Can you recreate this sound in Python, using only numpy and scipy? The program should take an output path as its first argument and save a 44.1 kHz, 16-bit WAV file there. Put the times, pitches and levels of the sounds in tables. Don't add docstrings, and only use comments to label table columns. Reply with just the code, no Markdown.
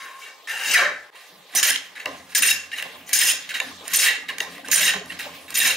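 import sys
import numpy as np
from scipy import signal
from scipy.fft import rfft, irfft
from scipy.io import wavfile
from scipy.ndimage import uniform_filter1d

SR = 44100
rng = np.random.default_rng(int(sys.argv[2]) if len(sys.argv) > 2 else 0)


def unload_wav(signal):
    wavfile.write(
        sys.argv[1],
        SR,
        np.round(np.clip(np.atleast_2d(signal).T, -1, 1) * 32767).astype(np.int16),
    )


def ratio_of_db(decibels):
    return 10 ** (np.asarray(decibels, float) / 20)


N = 254016
CHANGE_S = 1.103
CHANGE = round(CHANGE_S * SR)
SIDES = np.array([[1], [-1]])

# start/s, length/s, first pressure/dB, last pressure/dB, keenness of iron/dB
BITES = [(1.549, 0.052, -24.5, -24.5, 8.5), (1.628, 0.063, -14.5, -28.5, 3.5),
         (1.676, 0.031, -37, -15.5, 5.5), (1.715, 0.05, -44, -25, -5), (2.348, 0.046, -23, -26, 8),
         (2.421, 0.036, -13.5, -23.5, 2.5), (2.459, 0.053, -22, -25.5, 5.5), (2.499, 0.018, -32, -24.5, 9),
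         (3.13, 0.051, -21, -30, 10.5), (3.186, 0.051, -23.5, -19, 3), (3.236, 0.054, -32.5, -20.5, 8.5),
         (3.292, 0.027, -19, -22.5, 5), (3.934, 0.045, -22.5, -25.5, 9), (3.986, 0.039, -23, -22, 6.5),
         (4.028, 0.058, -17, -20.5, 1.5), (4.074, 0.036, -18, -24.5, -17), (4.713, 0.037, -26, -22.5, 11),
         (4.754, 0.046, -25, -23, 4.5), (4.805, 0.09, -20, -22.5, 2.5), (4.883, 0.024, -34, -22, -5),
         (5.541, 0.011, -32, -28, 8), (5.553, 0.042, -31, -22.5, 8), (5.6, 0.078, -21.5, -18.5, 1.5),
         (5.664, 0.053, -24, -20.5, -1), (5.72, 0.046, -26, -36, -3)]
DRAGS = [(1.15, 0.13, -47, -52, -6.5), (1.49, 0.061, -53, -34.5, -7), (1.951, 0.034, -27.5, -36.5, -20),
         (1.995, 0.024, -30.5, -39.5, -13.5), (2.165, 0.047, -55, -63, -1), (2.29, 0.039, -48.5, -44.5, -2),
         (2.713, 0.011, -27, -36, -14), (2.729, 0.014, -33, -34, -8.5), (2.757, 0.017, -36, -37, -7),
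         (2.775, 0.021, -28.5, -29.5, -7), (3.06, 0.035, -61, -46, 9), (3.092, 0.045, -48, -28, -11),
         (3.489, 0.022, -28.5, -30.5, -8.5), (3.54, 0.028, -26.5, -25.5, -8), (3.84, 0.093, -49, -31, 0),
         (4.281, 0.016, -33, -26.5, -13), (4.403, 0.013, -46, -39, 5.5), (4.5, 0.062, -51, -47, -1),
         (4.644, 0.023, -37, -41.5, -6), (4.67, 0.038, -50, -34.5, -3), (4.93, 0.037, -37, -33.5, -13),
         (5.096, 0.032, -34, -31.5, -22), (5.189, 0.035, -26, -38, -3.5), (5.478, 0.046, -46, -37.5, -3)]
# attack/s, release/s, sole share/dB, sole per keenness/(dB/dB), keenness lost over contact/dB
BITE_TOUCH = (0.0013, 0.0029, 0.53, 0.1, 2.1)
DRAG_TOUCH = (.003, 0.0144, -0.3, 0.33, -0.2)
# t/s, peak level/dB, iron share/dB, pole share/dB
KNOCKS = [(1.149, -44, -11, -4), (2.0577, -16.5, -24, -10.5), (2.8246, -17.5, 2, -14.5),
          (3.092, -29, 14, -14), (3.601, -13, -4, -23), (3.8792, -25, 12, -32), (4.2903, -29, -31, -6),
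          (4.383, -22, 6.5, -20), (4.4033, -13, -6.5, -20), (4.58, -31.5, -9, -3), (4.661, -37, 10, -15),
          (4.6845, -26, 10.5, -4), (4.937, -18.5, -22, -10.5), (5.0593, -42, 14, -23),
          (5.196, -21, -17, -29), (5.262, -48, -16, -1), (5.5047, -28.5, 15, -29)]
# t/s, level/dB, bright share/dB
STIRS = [(.2, -55, -5), (.95, -67, -21), (1.2, -55.5, -4), (1.802, -54, -3), (2.06, -42.5, -11.5),
         (2.6, -51.5, -3), (2.83, -43, -9), (3.38, -42, -13), (3.61, -41, -6), (3.8, -51.5, -19),
         (4.15, -51, -7), (4.42, -46, -7.5), (4.46, -54, -6), (5.07, -47.5, 0), (5.21, -41.5, -9),
         (5.33, -47, -5)]
STIR_RISE_S, STIR_FALL_S, AIR_REST_DB, BRIGHT_REST_DB = 0.018, 0.15, -56.5, -58.5
HANDLING_DB = (-6.5, -12.5, -9.5)
# f/Hz, width/Hz, level/dB
BODY = [(1642, 272, -2), (1762, 98, 1.5), (1836, 62, 0), (1936, 98, 3), (2245, 290, -6.5)]
SOLE = [(2420, 610, -11.5), (2750, 77, 5), (3050, 420, -3.5), (3336, 400, -5.5), (3802, 150, -2),
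        (4446, 62, -9)]
IRON = [(5176, 94, -4), (5520, 84, -18), (6230, 700, -5), (5460, 4000, -13), (6806, 144, -6),
        (7090, 760, -15), (8870, 140, -4), (9400, 750, -11.5), (11600, 2100, -16), (12100, 220, -6.5),
        (12740, 250, -13.5), (15060, 1000, -18)]


def close_plane():
    drives = tearing(contact(BITES, BITE_TOUCH), 8000, spread_db=1.9, judder_db=3.1)
    stir_s, stir_db, _ = np.transpose(STIRS)
    stir = swells(stir_s, stir_db, STIR_RISE_S, STIR_FALL_S, AIR_REST_DB)
    handling = stir * ratio_of_db(np.array(HANDLING_DB))[:, None] * (np.arange(N) > CHANGE)
    drags = contact(DRAGS, DRAG_TOUCH)
    drives += tearing(drags + handling, 4000, spread_db=3.5, judder_db=2.0)
    _, peak_db, iron_db, _ = np.transpose(KNOCKS)
    knock_levels_db = (peak_db + 2, peak_db - 0.5, peak_db + iron_db - 8.0)
    knocks = np.array([strikes(db, 0.0017) for db in knock_levels_db])
    crack = bandpass(strikes(peak_db + 1.5, 0.0012), 1, 1500, 5500)
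    return plane(drives + knocks, (BODY, SOLE, IRON)) + crack


# start/s, length/s, first pressure/dB, last pressure/dB, keenness/dB
FAR_CONTACTS = [
    (0.0, 0.13, -37, -46.5, -8.5),
    (.15, 0.056, -65, -45.5, 2.5),
    (.215, 0.064, -44.5, -43.5, -6),
    (.472, 0.017, -34.5, -30, -7),
    (.494, 0.2, -33.5, -32.5, -4),
    (.6, 0.12, -51, -24.5, 5),
    (.735, 0.0093, -19, -9.5, -5),
    (.76, 0.068, -11, -18, -22.5),
    (.845, 0.032, -21, -26.5, -33),
]
# attack/s, release/s, sole share/dB, sole per keenness/(dB/dB), keenness lost over contact/dB
FAR_TOUCH = (0.00055, 0.013, 0.53, 0.49, 1.4)
# f/Hz, width/Hz, level/dB
FAR_BODY = [(1320, 270, -5.5), (1612, 94, 5), (1810, 98, 3), (2023, 67, 4), (2280, 150, -2)]
FAR_IRON = [(4960, 870, -6.5), (6440, 380, -5), (7110, 230, -2), (8100, 2000, -11.5), (9330, 890, -6.5),
            (12160, 1100, -12), (15100, 1900, -16)]


def far_plane():
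    drives = tearing(contact(FAR_CONTACTS, FAR_TOUCH), 5000, spread_db=0.5, judder_db=0.3)
    return plane(drives[:, :CHANGE], (FAR_BODY, SOLE, FAR_IRON))


def plane(drives, bodies):
    parts = [resonate(d, m, patchy_db=2.4, spread_db=0.9) / power_gain(m) for d, m in zip(drives, bodies)]
    return highpass(sum(parts), 2, 1150)


def contact(rows, touch):
    attack_s, release_s, sole_db, sole_follows, dulling_db = touch
    out = np.zeros((3, N))
    for start, length, first_db, last_db, keen_db in rows:
        end = round((start + length + 10 * release_s) * SR)
        part = out[:, max(round(start * SR), 0):end]
        age = np.arange(part.shape[1]) / SR
        along = np.clip(age / length, 0, 1)
        gate = np.clip(age / attack_s, 0, 1) * np.exp(-np.maximum(age - length, 0) / release_s)
        iron_db = keen_db + dulling_db * (0.5 - along)
        shares_db = np.array([0 * along, sole_db + sole_follows * iron_db, iron_db])
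        part += gate * ratio_of_db(first_db + (last_db - first_db) * along + shares_db)
    return out


def tearing(gains, per_s, spread_db, judder_db):
    tear = fibres(per_s, spread_db, judder_db)
    hissing = rms_one(tear + 2.07 * rng.standard_normal(N))
    return gains * np.array([tear, tear, hissing])


def fibres(per_s, spread_db, judder_db):
    strength_db = spread_db * np.minimum(rng.exponential(1, N), 5)
    sizes = ratio_of_db(strength_db) * rng.choice([-1, 1], N)
    torn = rng.random(N) < per_s / SR
    return rms_one(sizes * torn * ratio_of_db(judder_db * drift(85)))


def strikes(level_db, length_s):
    out = np.zeros(N)
    out[[round(row[0] * SR) for row in KNOCKS]] = ratio_of_db(level_db)
    decay = signal.lfilter([1], [1, -np.exp(-1 / (length_s * SR))], out + 1e-18)
    return decay * rng.choice([-1, 1], N)


# middle/s, length/s, f/Hz, level/dB rms
WOOD_FLARES = [(0.738, 0.022, 2760, -18), (0.75, 0.017, 2500, -12), (0.755, 0.021, 1950, -9),
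               (0.763, 0.014, 1770, -5.5), (0.783, 0.013, 2280, -14), (0.796, 0.016, 2280, -16),
               (0.802, 0.0097, 1820, -17), (0.822, 0.0087, 1600, -12.5), (0.865, 0.0093, 1770, -10),
               (1.635, 0.012, 1710, -14), (1.64, 0.028, 2750, -21.5), (1.707, 0.01, 2050, -18),
               (1.711, 0.0093, 1680, -15.5), (2.06, 0.0074, 2720, -21.5), (2.361, 0.014, 1680, -19),
               (2.43, 0.01, 2790, -15), (2.449, 0.0097, 1880, -25), (2.488, 0.012, 2780, -9),
               (2.491, 0.0069, 1930, -14), (2.509, 0.047, 3800, -20), (2.515, 0.013, 2746, -9.5),
               (2.735, 0.017, 1840, -25.5), (3.132, 0.007, 1660, -21), (3.228, 0.021, 1810, -22),
               (3.289, 0.013, 2820, -14), (3.302, 0.011, 3060, -14), (3.556, 0.014, 1940, -24.5),
               (3.604, 0.0082, 1860, -31), (3.604, 0.0076, 2750, -16.5), (4.053, 0.016, 1810, -23),
               (4.069, 0.013, 1810, -12), (4.086, 0.011, 1870, -15), (4.294, 0.009, 1810, -22.5),
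               (4.406, 0.0081, 2800, -18.5), (4.718, 0.0092, 1650, -23.5), (4.731, 0.014, 1730, -18.5),
               (4.865, 0.015, 3850, -19), (4.866, 0.013, 2820, -15), (4.881, 0.014, 2750, -13),
               (4.888, 0.01, 1830, -13.5), (4.902, 0.014, 2810, -18), (5.619, 0.013, 1810, -16),
               (5.659, 0.016, 1810, -15.5), (5.711, 0.013, 2770, -12.5)]
IRON_FLARES = [(1.558, 0.012, 9090, -21), (1.567, 0.017, 6010, -12), (1.578, 0.019, 12060, -19),
               (1.58, 0.015, 8960, -18), (1.588, 0.013, 5960, -17), (1.63, 0.0061, 6960, -12),
               (1.631, 0.0091, 5020, -32), (1.639, 0.023, 8850, -27), (1.672, 0.013, 12660, -20),
               (2.359, 0.012, 6030, -17), (2.361, 0.021, 8890, -19), (2.373, 0.0094, 6030, -18),
               (2.384, 0.03, 12060, -21.5), (2.425, 0.012, 8870, -13.5), (2.468, 0.02, 8850, -16),
               (3.137, 0.014, 8980, -17.5), (3.191, 0.011, 8870, -12.5), (3.22, 0.011, 5210, -21),
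               (3.235, 0.02, 8870, -25), (3.237, 0.009, 5190, -15), (3.274, 0.011, 8870, -18),
               (3.274, 0.018, 5150, -23), (3.3, 0.027, 8890, -21), (3.962, 0.0076, 11990, -11),
               (3.971, 0.018, 8870, -17), (4.718, 0.01, 6720, -19), (4.721, 0.012, 7280, -27),
               (4.743, 0.016, 9020, -15), (4.744, 0.0091, 5150, -26), (4.747, 0.01, 5960, -14),
               (4.763, 0.011, 8890, -12), (4.771, 0.036, 8890, -20), (4.818, 0.021, 8870, -26),
               (4.855, 0.014, 8910, -20), (4.882, 0.011, 8940, -22), (5.576, 0.012, 9110, -17),
               (5.586, 0.023, 12100, -18), (5.606, 0.023, 8940, -19)]
LIGHT_FLARES = [(0.505, 0.024, 1810, -27.5), (0.523, 0.0079, 1740, -31), (0.661, 0.017, 2730, -26),
                (0.708, 0.011, 2700, -24), (1.743, 0.011, 2840, -27), (2.06, 0.0078, 2150, -25),
                (2.564, 0.03, 2750, -26.5), (2.738, 0.027, 2800, -29.5), (2.786, 0.01, 2920, -26),
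                (3.508, 0.015, 1750, -36), (3.549, 0.017, 2850, -28), (3.603, 0.0072, 2300, -21.5),
                (3.604, 0.0092, 6970, -29), (3.88, 0.0033, 9500, -25), (3.881, 0.0069, 6740, -35),
                (3.881, 0.005, 8400, -32), (4.295, 0.0087, 2880, -27), (4.406, 0.0089, 3200, -32),
                (4.406, 0.007, 6530, -28.5), (4.65, 0.012, 1575, -35), (4.406, 0.011, 4520, -38),
                (4.407, 0.011, 5100, -36), (5.103, 0.016, 2750, -31.5), (5.106, 0.015, 1880, -32),
                (5.121, 0.0089, 2970, -32.5), (5.199, 0.023, 1920, -39)]


def grain_catches():
    wood = flares(WOOD_FLARES, lift_db=1.0, lean_db=-1.5)
    iron = flares(IRON_FLARES, lift_db=0.5, lean_db=0.0, flutter_db=4.0)
    return wood + iron + flares(LIGHT_FLARES, lift_db=3.5, lean_db=1.5)


# middle/s, length/s, f/Hz, level/dB rms
THUMPS = [(0.795, 0.039, 720, -29), (0.801, 0.03, 1130, -29), (0.809, 0.057, 713, -34.5),
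          (0.816, 0.041, 1162, -27), (0.823, 0.027, 560, -36), (0.825, 0.025, 370, -36),
          (0.862, 0.02, 565, -33), (0.885, 0.052, 1157, -35.5), (0.92, 0.21, 586.6, -49),
          (1.151, 0.005, 950, -46), (1.55, 0.018, 1090, -37), (1.551, 0.011, 750, -35),
          (1.552, 0.012, 270, -40), (2.07, 0.039, 605, -36.5), (2.071, 0.05, 1020, -38),
          (2.107, 0.033, 590, -40), (3.618, 0.034, 1026, -39), (3.939, 0.038, 1090, -40.5),
          (4.307, 0.019, 1070, -37), (4.414, 0.022, 590, -43), (4.813, 0.022, 630, -37),
          (4.96, 0.029, 191, -38), (4.968, 0.033, 410, -39), (4.986, 0.045, 182, -40),
          (5.018, 0.032, 418.2, -40), (5.267, 0.012, 590, -36)]


def thumps():
    return flares(THUMPS, lift_db=4.0, lean_db=0.6)


def flares(rows, lift_db, lean_db, flutter_db=1.5):
    out = np.zeros((2, N + SR))
    chances = rng.uniform(-0.86, 1, (len(rows), 2))
    for (middle, length, hz, level_db), (turn, lean) in zip(rows, chances):
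        age = np.arange(-round(2 * length * SR), round(3.0 * length * SR)) / SR
        width_s = length * np.where(age < 0, 0.34, 0.45)
        shape = np.exp(-(age / width_s) ** 2)
        tone = shape * np.sin(2 * np.pi * hz * age + np.pi * turn) * ratio_of_db(level_db + lift_db)
        first = round((middle + age[0]) * SR)
        out[:, first:first + len(age)] += tone * ratio_of_db(lean_db * lean * SIDES)
    return out[:, :N] * drift(220, flutter_db)


# t/s, level/dB
JOLTS = [(.775, -31), (.815, -31.5), (2.058, -33), (3.601, -37), (4.295, -43), (4.403, -35), (4.93, -39),
         (1.54, -38.5), (2.84, -40.5), (2.93, -44), (3.8, -42), (4.65, -41.5), (5.25, -39)]
# f/Hz, width/Hz, level/dB
POLE = [(442, 99, -3), (532, 21.4, 1.5), (590, 29.5, 0), (704, 65, -0.5), (824, 90, -1), (1053, 39, 3),
        (1195, 54, -0.5)]


def pole():
    lag_s, follows_db, far_db = 0.028, -21, 5.5
    pressure = contact(BITES, BITE_TOUCH)[0] + contact(DRAGS, DRAG_TOUCH)[0]
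    pressure += ratio_of_db(far_db) * contact(FAR_CONTACTS, FAR_TOUCH)[1]
    r = np.exp(-1 / (lag_s * SR))
    load = swells(*np.transpose(JOLTS), 0.0055, 0.07, (-55, -53.5, -55.5, -50))
    load = load + ratio_of_db(follows_db) * signal.lfilter([1 - r], [1, -r], pressure)
    _, peak_db, _, pole_db = np.transpose(KNOCKS)
    knocks = strikes(peak_db + pole_db - 1.5, 0.0056)
    rub = fibres(4000, spread_db=0.5, judder_db=1.5)
    ring = resonate(rub * load + knocks, POLE, patchy_db=2.0, spread_db=4.0) / power_gain(POLE)
    return bandpass(ring, 3, 210, 1600)


# start/s, length/s, f/Hz, width/Hz, level/dB
HELD = [
    (0, .2, 1070, 65, -43.5),
    (.53, .2, 880, 200, -46),
    (.472, .26, 1803, 100, -36.5),
    (.49, .25, 2790, 75, -36.5),
]
RUNG = [
    (.2, 0.33, 1072, 17, -49),
    (.215, 0.18, 2260, 41, -44.5),
    (.225, 0.14, 2780, 50, -41.5),
    (.84, 0.161, 590.3, 10.7, -31),
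    (2.58, 0.11, 2720, 29, -36),
]


def pole_tones():
    return singing(HELD, fade_db=-1) + singing(RUNG, fade_db=17)


def singing(rows, fade_db):
    out = np.zeros(N)
    for start, length, hz, width, level_db in rows:
        age = np.arange(round(length * SR)) / SR
        first = max(round(start * SR), 0)
        gate = np.clip(age / 0.0012, 0, 1) * np.clip((length - age) / 0.0066, 0, 1)
        tone = one_mode(hz, width, size=SR // 2)[-len(age):]
        out[first:first + len(age)] += gate * ratio_of_db(level_db - fade_db * age / length) * tone
    return out


# t/s, trestle level/dB, floor beam share/dB
SHIFTS = [(.5, -56.5, -13), (.66, -50, -28), (.79, -44, -16.5), (.9, -60, -7), (1.29, -54, -22),
          (1.529, -44, -30), (1.66, -45.5, -16), (2.05, -41, -20), (2.13, -51, -3), (2.38, -44, -20),
          (2.47, -48, -5), (2.638, -81, 16), (2.82, -48, -17), (2.94, -46, -17), (3.07, -56, -20),
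          (3.21, -48, -7), (3.62, -48.5, -11), (3.71, -52, -4), (3.9, -44.5, -16), (4.09, -55, -13),
          (4.29, -49, -28), (4.43, -43.5, -19), (4.65, -38, -24), (4.8, -40.5, -13), (4.93, -44.5, -27),
          (5.04, -44, -10.5), (5.25, -57, -10), (5.6, -41, -12)]
# f/Hz, width/Hz, level/dB
TRESTLE = [(117, 16, -10.5), (183.7, 11.5, 0.5), (199, 17.5, -11), (266.5, 35, 0)]
# f/Hz, width/Hz
BEAM = (84, 7.7)


def trestle_and_floor():
    s, weight_db, beam_db = np.transpose(SHIFTS)
    rise_s, trestle_fall_s, beam_fall_s = 0.028, 0.069, 0.086
    weight = swells(s, weight_db + 1.5, rise_s, trestle_fall_s, (-74, -75, -64, -53))
    sag = swells(s, weight_db + beam_db + 4.0, rise_s, beam_fall_s, (-98, -105, -89, -60))
    rub = fibres(4000, spread_db=0.5, judder_db=1.5)
    ring = resonate(rub * weight, TRESTLE, patchy_db=2.0, spread_db=6.0) / power_gain(TRESTLE)
    return bandpass(ring, 2, 105, 400) + sag * one_mode(*BEAM)


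# f/Hz, level/dB per Hz
AIR_COLOUR = [(590, -18), (1000, -11), (1650, 5), (3840, 5.5), (5570, -1.5), (6860, -7), (12400, -12),
              (16000, -15.5)]


def air(side_db):
    hz = np.maximum(np.fft.rfftfreq(N, 1 / SR), 20)
    colour_hz, colour_db = np.transpose(AIR_COLOUR)
    colour = ratio_of_db(np.interp(np.log(hz), np.log(colour_hz), colour_db))
    bright = 1 / (1 + (4600 / hz) ** 4)
    s, stir_db, bright_db = np.transpose(STIRS)
    dull_level = swells(s, stir_db + 0.8, STIR_RISE_S, STIR_FALL_S, AIR_REST_DB)
    bright_level = swells(s, stir_db + bright_db + 4.5, STIR_RISE_S, STIR_FALL_S, BRIGHT_REST_DB)
    patches = np.log(np.geomspace(700, 14000, 10))
    out = 0
    for level, share in ((dull_level, 1 - bright), (bright_level, bright)):
        noise = rfft(rng.standard_normal((2, N)))
        hiss = rfft(rms_one(irfft(noise * colour * share, N)))
        rustle = 0
        for own in np.eye(len(patches)):
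            band = irfft(hiss * np.interp(np.log(hz), patches, own), N)
            rustle = rustle + drift(7, 3.5) * band
        mid, side = rustle
        out = out + level * drift(9, 1.2) * (mid + ratio_of_db(side_db) * side * SIDES)
    return out


# f/Hz, t60/s
ROOM = [(200, 0.24), (1000, 0.58), (3000, 0.37), (8000, 0.34), (15000, 0.2)]


def room(x, alike):
    t = np.arange(int(0.7 * SR)) / SR
    room_hz, room_t60 = np.transpose(ROOM)
    edges = 60 * 2 ** np.arange(0, 8.6, 1.0)
    echo = 0
    for low, high in zip(edges, edges[1:]):
        t60 = np.interp(np.log(2.13 * low), np.log(room_hz), room_t60)
        band = bandpass(rng.standard_normal((2, len(t))), 2, low, high)
        echo = echo + band * ratio_of_db(-60 * t / t60)
    echo = echo * np.clip(t / 0.013, 0, 1)
    share = np.clip(alike, 0, 0.99)
    echo = np.sqrt(1 + share) * echo[0] + np.sqrt(1 - share) * echo[1] * SIDES
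    echo = echo / np.sqrt(np.sum(echo ** 2) / 2)
    return signal.fftconvolve(x.mean(axis=0)[None], echo, axes=1)[:, :x.shape[1]]


def resonate(x, modes, patchy_db, spread_db):
    out = np.zeros((2, len(x)))
    for k, (hz, width, level_db) in enumerate(modes):
        r = np.exp(-np.pi * width / SR)
        drive = x * drift(29.5, patchy_db, size=len(x)) * ((-1) ** k * ratio_of_db(level_db)) + 1e-18
        poles = [1, -2 * r * np.cos(2 * np.pi * hz / SR), r * r]
        ring = signal.lfilter([1 - r * r, 0, r * r - 1], poles, drive)
        lean = drift(3.8, spread_db, size=len(x))
        out[0] += ring * lean
        out[1] += ring / lean
    return out


def power_gain(modes):
    _, width, level_db = np.transpose(modes)
    return np.sqrt(np.sum(ratio_of_db(level_db) ** 2 * width) * 4 * np.pi / SR)


def one_mode(hz, width, size=N):
    r = np.exp(-np.pi * width / SR)
    tone = rng.standard_normal(size)
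    for again in range(2):
        tone = signal.lfilter([1, 0, -1], [1, -2 * r * np.cos(2 * np.pi * hz / SR), r * r], tone)
    slow = uniform_filter1d(tone ** 2, size=round(SR / width))
    return rms_one(tone / np.sqrt(slow + 0.38 * np.mean(tone ** 2)))


REST_S = (0, 1.3, 2.0, 5.76)


def swells(times, levels_db, rise_s, fall_s, rest_db):
    t = np.arange(0, N + 64, 64) / SR
    age = np.maximum(t - np.array(times)[:, None], 0)
    shape = (1 - np.exp(-age / rise_s)) * np.exp(-age / fall_s) * ratio_of_db(levels_db)[:, None]
    rest = ratio_of_db(np.interp(t, REST_S, np.zeros(4) + rest_db))
    return np.interp(np.arange(N) / SR, t, np.sqrt(np.sum(shape ** 2, axis=0) + rest ** 2))


def drift(rate_hz, spread_db=None, size=N):
    r = np.exp(-64 * np.pi * rate_hz / SR)
    noise = rng.standard_normal(size // 32 + 1002)
    slow = rms_one(signal.lfilter([1], [1, -2 * r, r * r], noise)[1000:])
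    values = slow if spread_db is None else ratio_of_db(spread_db * slow)
    return np.interp(np.arange(size) / 32, np.arange(len(slow)), values)


def rms_one(x):
    return x / np.sqrt(np.mean(x ** 2) + 1e-20)


def bandpass(x, order, low_hz, high_hz):
    return signal.sosfilt(signal.butter(order, [low_hz, high_hz], "band", fs=SR, output="sos"), x)


def highpass(x, order, hz):
    return signal.sosfilt(signal.butter(order, hz, "high", fs=SR, output="sos"), x)


def scene():
    near = close_plane()
    work = ratio_of_db(-0.05) * near + ratio_of_db(-7.0) * room(near, alike=0.55)
    far = far_plane()
    work[:, :CHANGE] += ratio_of_db(-1.9) * far + ratio_of_db(-5.5) * room(far, alike=0.74)
    work += grain_catches() + thumps()
    rest = pole() + pole_tones() + trestle_and_floor() + air(side_db=-6)
    t = np.arange(N) / SR - CHANGE_S
    fade_in = np.where(t < 0, 1, np.clip(0.08 + t / 0.036, 0, 1))
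    return (work + rest) * fade_in


def limiter(pair, knee_db, speed_s):
    r = np.exp(-1 / (speed_s * SR))
    power = signal.lfilter([1 - r], [1, -r], np.mean(pair ** 2, axis=0))
    return pair / (1 + (power / ratio_of_db(knee_db) ** 2) ** 2) ** 0.14


def band_limit(x):
    return signal.sosfilt(signal.butter(12, 17000, fs=SR, output="sos"), x)


def record(dry):
    mid, side = (dry[0] + dry[1]) / 2, (dry[0] - dry[1]) / 2
    shaded = mid * drift(75)
    side += ratio_of_db(-6.5) * highpass(shaded, 1, 4000)
    side += mid * np.where(np.arange(N) < CHANGE_S * SR, 0.07, -0.11)
    side -= 0.16 * highpass(mid, 2, 10500)
    side = highpass(side, 3, 560)
    pair = limiter(np.array([mid + side, mid - side]), knee_db=-15.5, speed_s=0.003)
    pair = 0.76 * np.tanh(pair / 0.81)
    pair = highpass(pair, 2, 70)
    mix = signal.sosfilt(signal.ellip(10, 0.5, 42, 15750, fs=SR, output="sos"), pair)
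    return band_limit(mix)


dry = scene()
out = record(dry)
unload_wav(out)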